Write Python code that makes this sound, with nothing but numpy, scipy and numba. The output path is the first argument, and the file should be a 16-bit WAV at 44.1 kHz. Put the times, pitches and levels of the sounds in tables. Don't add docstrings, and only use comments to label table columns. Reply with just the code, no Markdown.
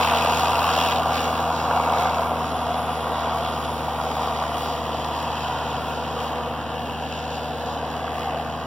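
import sys
import numpy as np
from scipy import signal
from scipy.fft import rfft, irfft
from scipy.io import wavfile
from scipy.ndimage import uniform_filter1d, map_coordinates
from numba import njit

SR = 44100
rng = np.random.default_rng(int(sys.argv[2]) if len(sys.argv) > 2 else 0)


def wrap_up_sound(samples):
    columns = np.atleast_2d(samples).T
    tamed = np.clip(columns, -1, 1)
    steps = np.round(tamed * 32767).astype(np.int16)
    wavfile.write(sys.argv[1], SR, steps)


N = 381906
T = np.arange(N) / SR
FFT_SIZE = 2 ** 19
CYLINDERS = 6

# time_s, firing_rate_hz
ENGINE_SPEED = [(0, 80.3), (.17, 80.3), (.66, 81.85), (.95, 81.85), (1.35, 80.7), (1.6, 80.95),
                (1.9, 80.65), (2.3, 80.75), (3.0, 79.65), (3.5, 78.25), (3.75, 78.2), (4.1, 77.2),
                (4.8, 77.1), (5.25, 78.05), (5.75, 77.55), (6.05, 78.1), (6.8, 77.9), (7.15, 78.6),
                (8.1, 78.65), (8.66, 79.0)]
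# multiple_of_firing_rate, level_db, flutter_share, extra_power_of_distance
FIRING_HARMONICS = [(1, -3, 0.035, 0), (2, -7.2, 0.07, -.05), (3, -5, 0.08, .2), (4, -22.5, 0.4, 0),
                    (5, -20, 0.35, 0)]
# multiple_of_engine_cycle_rate, level_db
CYCLE_HARMONICS = [(4, -29.5), (8, -24), (9, -20), (10, -14), (14, -18.5), (16, -24), (19, -16.5),
                   (20, -22.5), (21, -19.5), (22, -20.5), (29, -25), (32, -29)]
CYLINDER_STRENGTH = [1, -.7, .4, 0, 0, -.7]
# time_s, gain_db
CLATTER_BITE = [(0, 1), (.8, 1.5), (1.5, 0), (2.3, 3.5), (3.4, 1), (4.7, 2.5), (5.3, -2), (6.2, -1),
                (7.4, -4), (8.1, 2.5)]
# time_s, rasp_ratio_db, hiss_ratio_db
FIRING_BITE = [(0, 4.5, -2), (.6, 4, -2.5), (.9, 7, 2), (1.15, 2, -3), (1.6, -1.5, -7), (2.0, .5, -1.5),
               (2.5, -1.5, -8), (3.0, -3, -6), (3.3, -1.5, 1.5), (3.7, -2, -7), (4.4, .5, -5),
               (5.1, -2.5, -8), (5.8, -4, -7), (7.0, 0, -5.5), (7.7, -3, -8), (8.2, 3.5, -1),
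               (8.66, -3, -6)]
# start_s, peak_db
HARD_KNOCKS = [(0.010, -11.5), (0.047, -11), (0.119, -9.5), (0.133, -10.5), (0.248, -9.5), (1.71, -10),
               (1.734, -11.5), (1.888, -12), (1.997, -11.5), (2.055, -11.5), (2.169, -13), (2.194, -10.5),
               (2.218, -12), (2.317, -11.5), (2.666, -15), (3.295, -16), (3.727, -17), (3.882, -16),
               (4.274, -14.5), (4.324, -16), (4.423, -13.5), (4.438, -15), (4.58, -16), (4.659, -16),
               (4.892, -17.5), (8.079, -16), (8.345, -17.5)]
# start_s, peak_db
TRACK_CLINKS = [(0.031, -13.5), (0.735, -14.5), (0.918, -15), (1.176, -18), (3.649, -24.5), (4.113, -23.5),
                (5.045, -22), (7.124, -22.5)]
# centre_s, half_length_s, pitch_hz, level_db
WHISTLE_SWELLS = [(2.33, .12, 11220, -58), (2.56, .09, 11170, -52.5), (2.78, .09, 11130, -54),
                  (2.96, .12, 11090, -52.5), (3.21, .1, 11090, -58), (3.48, .08, 11110, -57),
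                  (3.67, .13, 11160, -53.5), (4.04, .13, 11190, -57.5), (4.5, .25, 11200, -58.5)]

# frequency_hz, level_db
BLOCK_SPECTRUM = [(330, -23), (420, -18.5), (480, -5), (545, -9.5), (630, -7.5), (675, -1.5), (708, -3),
                  (745, 0.7), (778, -3), (812, -3), (875, -6.5), (925, -4.5), (958, -2.2), (1030, -6.5),
                  (1120, -6.5), (1195, -5.5), (1295, -14), (1375, -9.5), (1520, -18.5), (1600, -17),
                  (1700, -25.5), (2300, -33)]
RASP_SPECTRUM = [(1000, -12.5), (1700, -1), (2000, -1.5), (2450, -1), (2850, 4), (3350, 1.5), (3700, -3.5),
                 (4100, -6.5), (4550, -4.5), (5200, -8.5), (5800, -10.5), (6800, -13.5), (7500, -20.5)]
HISS_SPECTRUM = [(5000, -85), (7300, -18), (7900, -2), (8500, 6.5), (9500, 2), (9730, 8), (9950, -0.5),
                 (10400, 5.5), (10600, 7), (11150, 4), (11500, 4), (11900, 8), (12250, 4), (12850, 3),
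                 (13300, 0), (14200, 4.5), (15500, 4.5)]
RUSH_SPECTRUM = [(10430, -25), (10510, 1), (10660, -3), (10820, -7), (11000, -4), (11230, -3), (11350, -22)]
RUMBLE_SPECTRUM = [(20, -33), (40, -32), (60, -36), (90, -9), (120, -3), (190, -7.5), (270, 0), (350, -8),
                   (450, -3.5), (700, -12.5), (1500, -47.5)]

# frequency_hz, left_minus_right_db
PORT_LEVEL = [(90, -0.1), (155, 3.4), (240, 1), (380, 1.5), (600, 1.1), (1250, -0.1), (1600, -5.2),
              (1950, -9.9), (2250, 2.2), (2550, 9.1), (2950, 3.0), (3350, -0.1), (4000, -12.9),
              (4400, -1.7), (4750, 5.4), (5300, 1.0), (5800, -9.2), (6400, -1.3)]
# frequency_hz, lead_rad
PORT_LEAD = [(75, .53), (140, .4), (300, .1), (1000, 0), (1500, -.2), (1850, .2), (2050, 2.4), (2350, 2.0),
             (2600, .4), (3450, 0), (3850, .3), (4100, -3.4), (4700, -4.1), (5050, -5.4), (5500, -5.8),
             (6100, -8.7), (6750, -9.4), (7000, -12.57)]
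# time_s, gain_db
CLATTER_AIR = [(0, 0), (.7, 0), (1.3, 0), (1.68, -0.3), (1.74, 1.5), (1.93, 3), (2.15, -0.3), (2.5, -3),
               (2.7, -2.1), (2.95, -2.8), (3.3, 0.5), (3.8, -2.4), (4.0, 0.1), (4.5, -0.5), (4.8, -2.2),
               (5.3, -0.5), (6.45, 1), (6.85, -1.3), (8.3, 0.9), (8.66, 0.5)]
# time_s, gain_db
TREBLE_AIR = [(0, 6), (.6, 4), (.86, 3.5), (1.04, -0.5), (1.17, 6), (1.45, -1), (2.35, -0.5), (3.4, 0),
              (3.8, -1), (4.3, 1.5), (4.85, 0.6), (5.4, 3), (6.6, -1.5), (7.2, -2), (7.6, -1), (8.25, -0.5),
              (8.66, -2)]
# centre_s, half_length_s, rasp_gain_db, rasp_top_gain_db, hiss_gain_db
AIR_GUSTS = [(0.4, 0.082, -0.5, 4, 1.5), (0.818, 0.12, 2.5, 3, 3.5), (1.59, .08, 0, 3.5, -2),
             (1.97, 0.3, -1.2, 4.5, 0.5), (2.0, .04, 1, 1.5, 5.5), (2.307, 0.072, -0.5, -3, 0),
             (2.7, 0.42, 0, -1.5, -3), (3.124, 0.069, -3.5, 3.5, -1), (4.2, 0.17, 0, 2, 1),
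             (4.61, 0.061, 1.5, 0.5, 6), (5.7, .1, 0.5, 0, -0.5), (6.244, 0.067, 2, -0.5, 3),
             (6.547, .14, 0, -1.5, -2.5), (7.16, 0.1, 2, 3, 0), (7.353, 0.055, 1.5, 4, 1),
             (7.682, 0.069, -0.5, 5.5, -2), (8.2, 0.1, 1.5, -1, 3.5)]
# time_s, lowest_cancelled_hz, bounce_strength
SNOW_BOUNCE = [(0, 1770, 0.58), (1.1, 1870, 0.77), (1.8, 1910, 0.86), (3.2, 1670, 0.59), (4.2, 1690, 0.88),
               (5.2, 1390, 0.8), (5.9, 1190, 0.96), (6.4, 1370, 0.14), (7.1, 1160, 1), (7.65, 1230, 1.2),
               (8.0, 1440, .7), (8.4, 1330, 1.2)]
# multiple_of_lowest_cancelled, width_hz, gain_at_strength_1_db
BOUNCE_COMB = [(1, 272, -7), (1.67, 520, -5), (2.6, 480, -2)]
# time_s, centre_hz, gain_db
BOUNCE_LIFT = [(0, 2360, 6.5), (.9, 2650, 1), (1.4, 2420, 0), (1.95, 2200, 11), (2.5, 2390, -2),
               (4.5, 2110, 2), (5.7, 1570, -3.5), (7.0, 1700, 4.5), (8.66, 1600, 4)]
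# centre_s, half_length_s, centre_hz, width_hz, gain_db
PANEL_RESONANCES = [(.1, .25, 690, 29, 1.5), (0.45, 0.21, 970, 11, 7), (.68, 0.054, 1350, 280, 6),
                    (.55, 0.42, 2840, 170, 5), (1.252, 0.14, 945, 160, -7), (2.15, 0.27, 950, 11, 7.5),
                    (2.75, .2, 727, 28, 10), (4.307, 0.072, 770, 25, 5), (5.3, 0.6, 950, 170, 4.5),
                    (6.0, 0.89, 734, 250, -1), (6.4, 0.43, 490, 73, 4.5), (7.0, 0.35, 2770, 280, 6.5),
                    (8.25, 0.46, 650, 21, 3.5), (8.284, 0.14, 748, 45, 6), (8.4, 0.29, 970, 110, -10)]
# centre_s, half_length_s, centre_hz, width_hz, gain_db
SLOPE_FADES = [(0.136, 0.093, 3550, 700, 1), (.88, 0.11, 3000, 800, 4), (3.17, 0.12, 3750, 600, 5.5),
               (3.15, 0.16, 1900, 600, 4), (3.473, .045, 3300, 800, 6), (4.67, .07, 5000, 1300, 4),
               (5.652, 0.39, 1410, 200, 7), (5.7, 0.43, 2170, 250, -3), (7.0, 0.6, 2400, 250, -3.5),
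               (7.55, .3, 3900, 250, 4.5), (7.5, 0.47, 520, 200, 3.5), (8.3, 0.23, 2220, 300, 7)]

RECEDE_PER_S = 0.24
EXHAUST_DB, EXHAUST_FADE = -32.6, 0.42
CLATTER_DB, CLATTER_FADE = -20, 1.04
RASP_DB, RASP_FADE, UPPER_RASP_FADE = -34, 0.43, 0.81
HISS_DB, HISS_FADE = -47, 1.21
RUMBLE_DB, RUMBLE_FADE = -37.5, 0.19
EXHAUST_DB_PER_HZ = 0.05
PUMP_MULTIPLE, PUMP_DB = 4.255, -18.5
KNOCK_CHATTER_S, CLINK_CHATTER_S = .0016, .002
WHISTLE_WIDTH_HZ, RUSH_DB = 150, -3
LIFT_WIDTH_HZ = 215
LOW_RING_SHARE, HIGH_RING_SHARE, HISS_SHARE = .45, .7, .62
FLICKER_DB, FLICKER_PER_S = .7, 14
TOP_HZ = 15850


def undb(db):
    return 10 ** (np.asarray(db) / 20)


def unit(x):
    return x / np.sqrt(np.mean(x ** 2))


def curves(rows):
    time_s, *columns = np.transpose(rows)
    return [np.interp(T, time_s, column) for column in columns]


def over_frequency(points):
    hz, value = np.transpose(points)
    bins_hz = np.arange(FFT_SIZE // 2 + 1) * SR / FFT_SIZE
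    return np.interp(np.log(bins_hz + 1), np.log(hz), value)


def colour(x, points):
    below = (points[0][0] / 2, points[0][1] - 30)
    above = (points[-1][0] * 1.5, points[-1][1] - 30)
    cepstrum = irfft(np.log(undb(over_frequency([below, *points, above]))))
    cepstrum[1:FFT_SIZE // 2] *= 2
    cepstrum[FFT_SIZE // 2 + 1:] = 0
    response = np.exp(rfft(cepstrum))
    return unit(irfft(rfft(x, FFT_SIZE) * response)[:N])


@njit
def band(x, hz, width):
    y, b, low = np.empty(len(x)), 0., 0.
    for i in range(len(x)):
        g, k = np.tan(np.pi * hz[i] / SR), width / hz[i]
        v = (b + g * (x[i] - low)) / (1 + g * (g + k))
        b, low, y[i] = 2 * v - b, low + 2 * g * v, k * v
    return y


def shelf(x, edge_hz, db):
    low = signal.sosfiltfilt(signal.butter(4, edge_hz, fs=SR, output="sos"), x)
    return low + (x - low) * undb(db - np.mean(db))


def bell(centre_s, half_s):
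    return np.exp(-((T - centre_s) / half_s) ** 2)


def walk(rate):
    hold = int(SR / rate)
    held = np.repeat(rng.standard_normal(N // hold + 1), hold)
    smooth = uniform_filter1d(uniform_filter1d(held, hold), hold)
    return unit(smooth[:N])


def clicks(rate, spread_db):
    struck = rng.random(N) < rate / SR
    sign = rng.choice([-1, 1], N)
    return unit(struck * sign * undb(spread_db * rng.standard_normal(N)))


def firings(phase, rise, decay, scatter_db):
    index = phase.astype(int)
    age = (phase - index) / decay
    scatter = scatter_db * rng.standard_normal(1024)[index % 1024]
    size = undb(np.take(CYLINDER_STRENGTH, index % CYLINDERS) + scatter)
    return unit(size * age ** rise * np.exp(-age) * rng.standard_normal(N))


def line(phase, flutter, rate):
    fading = 1 + flutter * (walk(rate) + 1j * walk(rate))
    tone = fading * np.exp(2j * np.pi * (phase + rng.random()))
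    return unit(tone.real)


def blend(blows, steady, bite_db):
    gain = undb(bite_db)
    return (gain * blows + unit(steady)) / np.hypot(gain, 1)


def swells(x, rows):
    for centre_s, half_s, hz, width, db in rows:
        gain = undb(db * bell(centre_s, half_s))
        x = x + (gain - 1) * band(x, np.full(N, float(hz)), float(width))
    return x


def strikes(rows, body, chatter_s, size=4096):
    ring = colour(signal.unit_impulse(N), body)[:size]
    out = np.zeros(N + size)
    for start_s, peak_db in rows:
        contact = rng.standard_normal(size) * np.exp(-T[:size] / chatter_s)
        hit = signal.fftconvolve(contact, ring)[:size]
        start = int(start_s * SR)
        out[start:start + size] += undb(peak_db) * hit / np.abs(hit).max()
    return out[:N]


def distance_db():
    return -20 * np.log10(1 + RECEDE_PER_S * T)


def flicker_db():
    return FLICKER_DB * walk(FLICKER_PER_S)


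def gusts_db(column):
    return sum(row[column] * bell(row[0], row[1]) for row in AIR_GUSTS)


def rasp_db():
    return RASP_DB + RASP_FADE * distance_db() + curves(TREBLE_AIR)[0] + gusts_db(2)


def exhaust(phase):
    drone = sum(undb(db + fade * distance_db()) * line(round(k) * phase, flutter, rate=6)
                for k, db, flutter, fade in FIRING_HARMONICS)
    lope = sum(undb(db) * line(round(k) * phase / CYLINDERS, flutter=0.36, rate=5)
               for k, db in CYCLE_HARMONICS)
    pump = undb(PUMP_DB) * line(PUMP_MULTIPLE * phase, flutter=.4, rate=5)
    firing_hz = curves(ENGINE_SPEED)[0]
    speed_db = EXHAUST_DB_PER_HZ * (firing_hz - np.mean(firing_hz))
    return (drone + lope + pump) * undb(EXHAUST_DB + speed_db + EXHAUST_FADE * distance_db())


def clatter(phase):
    air_db = curves(CLATTER_AIR)[0]
    carry_db = CLATTER_FADE * distance_db() + air_db
    cleats = undb(-6) * clicks(rate=900, spread_db=1.5)
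    blows = undb(curves(CLATTER_BITE)[0]) * firings(phase + .17, rise=1, decay=.18, scatter_db=.7)
    drive = blows + cleats + 1.62 * rng.standard_normal(N)
    swing_db = (1 - LOW_RING_SHARE) * (carry_db - np.mean(carry_db))
    ring = shelf(colour(drive, BLOCK_SPECTRUM), 560, swing_db)
    ring = shelf(ring, 1460, (HIGH_RING_SHARE - 1) * air_db + flicker_db())
    return ring * undb(CLATTER_DB + carry_db - swing_db)


def paths(x, echo_db, count=6):
    out = x
    for _ in range(count):
        delay_s = rng.uniform(.001, .009) + .00012 * walk(rate=.9)
        echo = map_coordinates(x, [(T - delay_s) * SR], order=3)
        out = out + rng.choice([-1, 1]) * undb(echo_db) * echo
    return unit(out)


def rasp(phase):
    ticks = undb(-8) * clicks(rate=700, spread_db=2)
    blows = firings(phase + .33, rise=1, decay=.21, scatter_db=1.1)
    drive = blend(blows, ticks + rng.standard_normal(N), curves(FIRING_BITE)[0])
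    carried = paths(colour(drive, RASP_SPECTRUM), echo_db=-19.5)
    upper_db = (UPPER_RASP_FADE - RASP_FADE) * distance_db() + gusts_db(3) + flicker_db()
    return shelf(carried, 3400, upper_db) * undb(rasp_db())


def scatter():
    wash = np.array([colour(rng.standard_normal(N), RASP_SPECTRUM) for _ in range(2)])
    return wash * undb(rasp_db() - 15.5)


def rumble():
    mid, side = (colour(rng.standard_normal(N), RUMBLE_SPECTRUM) for _ in range(2))
    level_db = RUMBLE_DB + RUMBLE_FADE * distance_db() + .5 * walk(13.0)
    return (mid + undb(-12.0) * np.outer([1, -1], side)) * undb(level_db)


def air_on_ports():
    spectrum = [(20, -4), (45, 3), (90, -19)]  # Hz, dB
    air = np.array([colour(rng.standard_normal(N), spectrum) for _ in range(2)])
    return undb(-70.0 + 2 * walk(5)) * air


def hiss(phase):
    puffs = firings(phase + .38, rise=2, decay=.15, scatter_db=2.5)
    drive = blend(puffs, rng.standard_normal(N), curves(FIRING_BITE)[1])
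    side = undb(-8.5) * colour(rng.standard_normal(N), HISS_SPECTRUM)
    mid = shelf(colour(drive, HISS_SPECTRUM), 10000, .7 * walk(14))
    air_db = HISS_SHARE * curves(TREBLE_AIR)[0] + gusts_db(4) + flicker_db()
    carry_db = HISS_FADE * distance_db() + air_db
    return (mid + np.outer([1, -1], side)) * undb(HISS_DB + carry_db)


def knocks():
    return strikes(HARD_KNOCKS, BLOCK_SPECTRUM, KNOCK_CHATTER_S)


def clinks():
    return strikes(TRACK_CLINKS, RASP_SPECTRUM, CLINK_CHATTER_S)


def whistle():
    pitch_hz, width = curves(WHISTLE_SWELLS)[1], float(WHISTLE_WIDTH_HZ)
    once = band(rng.standard_normal(N), pitch_hz, width)
    tone = unit(band(once, pitch_hz, width))
    rush = undb(RUSH_DB) * colour(rng.standard_normal(N), RUSH_SPECTRUM)
    swell = sum(undb(db) * bell(centre_s, half_s) for centre_s, half_s, _, db in WHISTLE_SWELLS)
    return unit(tone + rush) * swell


def ground(x):
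    cancelled_hz, strength = curves(SNOW_BOUNCE)
    for multiple, width, db in BOUNCE_COMB:
        x = x + (undb(db * strength) - 1) * band(x, multiple * cancelled_hz, float(width))
    lift_hz, lift_db = curves(BOUNCE_LIFT)
    return x + (undb(lift_db) - 1) * band(x, lift_hz, float(LIFT_WIDTH_HZ))


def ports(x):
    ratio = undb(over_frequency(PORT_LEVEL))
    lead = over_frequency(PORT_LEAD)
    right = rfft(x, FFT_SIZE) * np.sqrt(2 / (1 + ratio ** 2))
    return irfft([right * ratio * np.exp(.5j * lead), right * np.exp(-.5j * lead)])[:, :N]


def scene():
    phase = np.cumsum(curves(ENGINE_SPEED)[0]) / SR
    roar = swells(clatter(phase) + rasp(phase), PANEL_RESONANCES)
    blows = knocks() + clinks()
    over_snow = swells(ground(roar + blows), SLOPE_FADES)
    machine = exhaust(phase) + over_snow + whistle()
    return ports(machine) + scatter() + rumble() + air_on_ports() + hiss(phase)


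def record(dry):
    return signal.sosfilt(signal.ellip(14, .2, 80, TOP_HZ, fs=SR, output="sos"), dry)


dry = scene()
out = record(dry)
wrap_up_sound(out)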